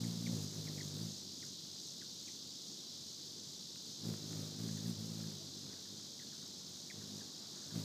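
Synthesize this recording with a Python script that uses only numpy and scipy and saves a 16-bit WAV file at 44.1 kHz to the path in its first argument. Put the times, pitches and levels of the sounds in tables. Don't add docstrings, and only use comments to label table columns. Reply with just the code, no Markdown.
import sys
import numpy as np
from scipy import signal
from scipy.fft import rfft, irfft
from scipy.io import wavfile

SR = 44100
rng = np.random.default_rng(int(sys.argv[2]) if len(sys.argv) > 2 else 0)


def store_wav(level_fs):
    pcm = np.round(np.clip(np.atleast_2d(level_fs), -1, 1) * 32767)
    wavfile.write(sys.argv[1], SR, pcm.T.astype(np.int16))


N = 345744
TIME = np.arange(N) / SR


def from_db(db):
    return 10 ** (np.asarray(db) / 20)


def rms_one(x):
    return x / np.sqrt(np.mean(x ** 2) + 1e-20)


def in_time(rows):
    seconds, *columns = np.transpose(rows)
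    return [np.interp(TIME, seconds, column) for column in columns]


def drift(rate):
    hz = np.arange(N // 2 + 1) * SR / N
    lowpass = 1 / (1 + (hz / rate) ** 4)
    return rms_one(irfft(rfft(rng.standard_normal(N)) * lowpass, N))


def noise(spectrum):
    hz, db = np.transpose(spectrum)
    bins = np.arange(1, N // 2 + 2) * SR / N
    gain = from_db(np.interp(np.log(bins), np.log(hz), db, right=-90))
    return rms_one(irfft(rfft(rng.standard_normal(N)) * gain, N))


def resonance(x, hz, width_hz):
    r = np.exp(-np.pi * width_hz / SR)
    zeros = np.array([1, 0, -1]) * (1 - r * r) / 2
    poles = [1, -2 * r * np.cos(2 * np.pi * hz / SR), r * r]
    return signal.lfilter(zeros, poles, x + 1e-18)


def surges(rows):
    return sum(db * np.exp(-(2 * (TIME - s) / length) ** 4) for s, length, db in rows)


def during(start, end, ramp_s):
    return np.clip(1 + np.minimum(TIME - start, end - TIME) / ramp_s, 0, 1)


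# frequency in Hz, relative density in dB per Hz.
EDDY_COLOUR = [(60, -33), (110, 0), (200, 6), (290, 3.5), (450, -4), (700, -16), (1200, -17.5),
               (2500, -24.5), (5000, -41)]
# frequency in Hz, relative density in dB per Hz.
RUSTLE_COLOUR = [(700, -37), (1500, -7.5), (3000, 5.5), (7000, 10.5), (10000, 3), (12000, 1.5),
                 (15000, 5.5)]
# multiple of the beat, level in a hover in dB, dB per dB of hum,
# change when turned away in dB, share of a thrust that it takes.
HUM_TONES = [(1, -80, 1.15, 3, 0.1), (2, -47.5, 1.17, 0, 0), (3, -45.5, 1.14, 2.5, 0),
             (4, -47.5, 1.05, -6, 0.2), (5, -58, 0.76, 4.5, 0.05)]
# middle in seconds, length in seconds, rise in dB.
AIR_THRUSTS = [(.34, 0.12, 4.5), (.58, 0.056, 1), (.7, .04, 3), (1.02, 0.077, 2), (4.09, 0.12, 5),
               (4.37, .16, 2.5), (4.64, 0.13, 2.5), (5.67, .1, 3.5), (7.77, 0.066, 4)]
SWISH_DB, SWISH_FOLLOWS, SWISH_AWAY_DB = -58.5, 0.42, 2.5
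FEATHER_DB, FEATHER_FOLLOWS, FEATHER_AWAY_DB = -65, 0.98, 3.5
FEATHER_REST_DB = -71


def wings():
    beat_hz, force_db, away = flight()
    thrust_db = surges(AIR_THRUSTS)
    tones_db = []
    for multiple, db, follows, away_db, share in HUM_TONES:
        tones_db.append((multiple, db + follows * force_db + away_db * away + share * thrust_db))
    swish_db = SWISH_DB + SWISH_FOLLOWS * force_db + SWISH_AWAY_DB * away + thrust_db
    flying_feathers_db = FEATHER_DB + FEATHER_FOLLOWS * force_db + FEATHER_AWAY_DB * away
    feathers = np.hypot(from_db(FEATHER_REST_DB), from_db(flying_feathers_db))
    turns = np.cumsum(beat_hz * (1 + .005 * drift(18.6))) / SR

    hum = wing_tones(turns, tones_db, swish_db, shimmer_db=1.7 - 0.059 * force_db, buzz_shimmer_db=4.0)
    flips = wing_pulses(turns, delay=0.067, back_db=-0.5, jitter_s=0.0002, spread_db=2.0, hz=337, width_hz=334)
    flips = from_db(swish_db - 4.0) * flips

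    gusts = rms_one(0.37 + bursts(turns, 0.077, 0.84) + 0.86 * bursts(turns, 0.48, 1.2))
    eddies = from_db(0.68 * swish_db - 15.0) * gusts * noise(EDDY_COLOUR)

    flicks = wing_pulses(turns, delay=.68, back_db=-14, jitter_s=.0004, spread_db=5.5, hz=1260, width_hz=1350)
    flicks = from_db(swish_db - 16.5) * flicks

    brush = rms_one(1.3 + bursts(turns, 0.16, 16) + 0.26 * bursts(turns, .62, 7.1))
    rustle = feathers * from_db(6.0 + 1.5 * drift(160)) * brush * noise(RUSTLE_COLOUR)
    return hum + flips + eddies + flicks + rustle


# time in seconds, beats per second, hum in dB.
FLIGHT_IN = [(0, 58.2, -39), (.18, 56.4, -43), (.3, 58.6, -41), (.345, 56.5, -39.5), (.39, 50, -45.5),
             (.44, 50.2, -41.5), (.48, 50.2, -51.5), (.57, 52, -46), (.93, 49.2, -48), (1.02, 56, -41.5),
             (1.08, 54, -45), (1.16, 47.8, -59), (1.5, 46.3, -60.5)]
DART_AND_RETURN = [(4.015, 49.24, -56), (4.04, 54.03, -46.5), (4.085, 57.7, -39), (4.13, 52.3, -42.5),
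                   (4.2, 51.3, -52), (4.31, 53.33, -48.5), (4.42, 51.99, -45), (4.57, 50.73, -54.5),
                   (4.61, 57.16, -42), (4.792, 51.8, -45.5), (4.899, 59.86, -39), (4.96, 49.97, -50),
                   (5.01, 54.67, -44.5), (5.22, 54.14, -45), (5.34, 50.77, -47), (5.39, 48.6, -54),
                   (5.7, 47.3, -56)]
FLIGHT_OUT = [(7.711, 51.6, -56), (7.735, 55.1, -46.5), (7.765, 56.5, -41), (7.84, 49.47, -46)]
# start in seconds, end in seconds.
TURNED_AWAY = [(.38, 0.96), (4.2, 4.57), (7.8, 7.9)]
# middle in seconds, length in seconds, rise in dB.
BALANCE_FLUTTERS = [(1.68, 0.078, 6), (3.4, 0.09, 3), (3.888, .1, 7), (5.97, 0.1593, 6), (6.44, 0.101, 4.5),
                    (6.6, 2.05, 2), (7.02, .16, 11), (7.17, .16, 13), (7.53, 0.071, 4)]
FLUTTER_HZ_PER_DB = 0.22
SIP_BEAT_HZ, SIP_WANDER_HZ = 47.42, 1.2
SIP_DB, SIP_WANDER_DB = -65.5, 1.3
SETTLE_S, TURN_S = 0.053, 0.047
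HOVER_DB = -41


def flight():
    flutter_db = surges(BALANCE_FLUTTERS)
    beat_hz = SIP_BEAT_HZ + SIP_WANDER_HZ * drift(3) + FLUTTER_HZ_PER_DB * flutter_db
    hum_db = SIP_DB + SIP_WANDER_DB * drift(21) + flutter_db
    for path in (FLIGHT_IN, DART_AND_RETURN, FLIGHT_OUT):
        flying = during(path[0][0], path[-1][0], SETTLE_S)
        path_hz, path_db = in_time(path)
        beat_hz = beat_hz + flying * (path_hz - beat_hz)
        hum_db = hum_db + flying * (path_db - hum_db)
    away = sum(during(start, end, TURN_S) for start, end in TURNED_AWAY)
    return beat_hz, hum_db - HOVER_DB, away


# multiple of the beat, level against the swish in dB.
BUZZ_TONES = [(6, -18.5), (7, -8), (8, -17.5), (9, -15), (10, -16.5), (11, -24), (12, -29.5)]


def wing_tones(turns, tones_db, swish_db, shimmer_db, buzz_shimmer_db):
    levels = [(multiple, db + shimmer_db * drift(19.4)) for multiple, db in tones_db]
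    levels += [(multiple, swish_db + db + buzz_shimmer_db * drift(9.0)) for multiple, db in BUZZ_TONES]
    harmonics = sum(from_db(db) * np.sin(2 * np.pi * multiple * turns) for multiple, db in levels)
    return -np.sqrt(2) * harmonics


def wing_pulses(turns, delay, back_db, jitter_s, spread_db, hz, width_hz):
    beats = np.arange(int(turns[-1]))
    clicks = np.zeros(N)
    for share, db in ((delay, 0), (delay + .5, back_db)):
        chance = rng.standard_normal((len(beats), 2))
        at = (np.interp(beats + share, turns, TIME) + jitter_s * chance[:, 0]) * SR
        at = np.clip(at.astype(int), 0, N - 1)
        clicks[at] += from_db(db + spread_db * chance[:, 1])
    damped = resonance(resonance(-clicks, hz, width_hz), hz, width_hz)
    return rms_one(damped)


def bursts(turns, at, sharpness):
    return np.exp(sharpness * (np.cos(2 * np.pi * (turns - at)) - 1))


# start in seconds, starting pitch in Hz, fall in octaves,
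# peak in dB before roughening and echo.
CHIP_CALLS = [(0.036, 2400, .55, -58), (.261, 2560, 0.62, -49.5), (.669, 2380, 0.44, -52.5),
              (.772, 2580, .6, -54.5), (.8, 2310, 0.51, -50), (1.423, 2360, 0.83, -52.5),
              (2.011, 2240, 0.81, -56.5), (2.273, 2700, 0.62, -55.5), (4.686, 2014, 0.48, -61),
              (4.768, 1984, 0.33, -57.5), (4.854, 1978, 0.43, -62), (5.23, 1900, 0.41, -64),
              (5.726, 2100, 0.47, -63), (5.763, 1758, 0.37, -65), (5.852, 1958, 0.51, -66.5),
              (6.192, 2260, 0.6, -60), (6.216, 1970, 0.396, -61.5), (6.322, 1928, 0.65, -62),
              (6.415, 2010, 0.71, -67), (6.898, 2443, 0.55, -49), (7.009, 2033, 0.68, -63),
              (7.205, 1929, 0.44, -60.5), (7.554, 1890, .5, -64), (7.618, 1850, .5, -62.5),
              (7.704, 1900, 0.57, -61)]
CHIP_S = 0.0209
ECHO_DB, ECHO_FOLLOWS = -63.5, .25


def chips(rough):
    direct, scattered = np.zeros((2, N))
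    u = np.linspace(0, 1, int(CHIP_S * SR))
    envelope = abs(np.sin(np.pi * u ** 0.76)) ** 0.96
    middling_db = np.mean([db for *_, db in CHIP_CALLS])
    for s, start_hz, octaves, db in CHIP_CALLS:
        phase = 2 * np.pi * np.cumsum(start_hz * 2 ** (-octaves * u)) / SR
        whistle = envelope * np.sin(phase)
        echo_db = ECHO_DB + ECHO_FOLLOWS * (db - middling_db)
        at = int(s * SR)
        direct[at:at + len(u)] += from_db(db) * whistle
        scattered[at:at + len(u)] += from_db(echo_db) * whistle
    return direct * (1 + rough * drift(330)) + garden(scattered, t60=0.17)


def garden(x, t60):
    t = TIME[:SR // 2]
    tail = rng.standard_normal(len(t)) * from_db(-60 * t / t60)
    return signal.fftconvolve(x, tail / np.linalg.norm(tail))[:N]


# start in seconds, level in dB before the noise is halved.
FEEDER_TAPS = [(3.759, -44), (4.009, -59)]


def taps(hz, width_hz, decay_s):
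    touch = 0
    for s, db in FEEDER_TAPS:
        touch = touch + from_db(db) * (TIME >= s) * np.exp(-abs(TIME - s) / decay_s)
    return touch * rms_one(resonance(rng.standard_normal(N), hz, width_hz)) / 2


# middle in seconds, pitch in Hz,
# time from the middle down to 1/e in seconds, peak in dB.
HOLLOW_NOTE = (5.418, 645, .018, -60.5)


def soft_note(s, hz, length, db):
    return from_db(db) * np.exp(-((TIME - s) / length) ** 2) * np.sin(2 * np.pi * hz * TIME)


# frequency in Hz, relative density in dB per Hz.
LOW_COLOUR = [(2400, -34), (2850, -21.5), (3150, -12.5), (3450, -6.5), (3800, -4), (4150, -1.5), (4400, -4),
              (4700, -1), (5200, -3.5), (5700, -6), (6500, -13), (8000, -20.5)]
# frequency in Hz, relative density in dB per Hz.
HIGH_COLOUR = [(4300, -29), (5200, -7.5), (5800, -1.5), (6350, 2), (6900, -2.5), (7500, -8), (8200, -12),
               (9200, -17), (10500, -30), (13000, -17)]
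# time in seconds, level in dB.
SWELL_LEVELS = [(0, -56), (2.3, -56), (3.1, -61.5), (4.75, -56.5), (5.5, -65), (6.8, -59.5), (7.84, -57)]
EARLY_SWELLS = [0.0, .33, .52, .83, 1.14]
RHYTHM_START_S, RHYTHM_PERIOD_S = 1.45, .411
HIGH_BED_DB, SWELL_WIDTH_S = -58.5, .1
LOW_DB, LOW_FADE_DB_PER_S = -51, .18


def insects(waver_db):
    low_db = LOW_DB - LOW_FADE_DB_PER_S * TIME + waver_db * drift(1.3)
    low = from_db(low_db) * trill(LOW_COLOUR, pulse_hz=63.9, wander=0.049, depth=0.12)
    times = [*EARLY_SWELLS, *np.arange(RHYTHM_START_S, TIME[-1], RHYTHM_PERIOD_S)]
    swell_shape = sum(np.exp(-((TIME - s) / SWELL_WIDTH_S) ** 2) for s in times)
    swells = from_db(in_time(SWELL_LEVELS)[0]) * swell_shape
    high_gain = np.hypot(from_db(HIGH_BED_DB), swells)
    high = high_gain * trill(HIGH_COLOUR, pulse_hz=61.1, wander=0.0776, depth=0.28)
    return low + high


def trill(song, pulse_hz, wander, depth):
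    turns = np.cumsum(pulse_hz * (1 + wander * drift(8.25))) / SR
    return rms_one(noise(song) * (1 + depth * np.sin(2 * np.pi * turns)))


# frequency in Hz, relative density in dB per Hz.
AIR_COLOUR = [(20, -31), (45, -34), (70, -11), (100, -1.5), (200, 11), (400, -7), (700, -5.5),
              (1100, -10.5), (1700, -27), (2600, -28), (6000, -12), (15000, -29)]
AIR_DB = -67.5
# time in seconds, level in dB.
RUSH_LEVELS = [(0, -67.5), (1.2, -90), (3.8, -78), (4.7, -73), (5.3, -72), (5.55, -92), (5.72, -68),
               (5.9, -77.5), (7.84, -68)]
# frequency in Hz, relative density in dB per Hz.
RUSH_SPECTRUM = [(300, -15), (600, 8), (900, 4.5), (1300, 3.5), (1800, -1), (2800, -7)]


def background():
    air = from_db(AIR_DB) * noise(AIR_COLOUR)
    rush = from_db(in_time(RUSH_LEVELS)[0]) * noise(RUSH_SPECTRUM)
    return air + rush


def scene():
    bird = wings() + chips(rough=0.41) + taps(hz=1595, width_hz=2420, decay_s=0.0012)
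    mono = bird + soft_note(*HOLLOW_NOTE) + insects(waver_db=0.22) + background()
    return np.stack([mono, mono])


CUTOFF_HZ = 15350


def record(dry):
    opened = dry * np.minimum(TIME / .008, 1)
    steep_lowpass = signal.ellip(12, .1, 70, CUTOFF_HZ, fs=SR, output="sos")
    return signal.sosfilt(steep_lowpass, opened)


dry = scene()
out = record(dry)
store_wav(out)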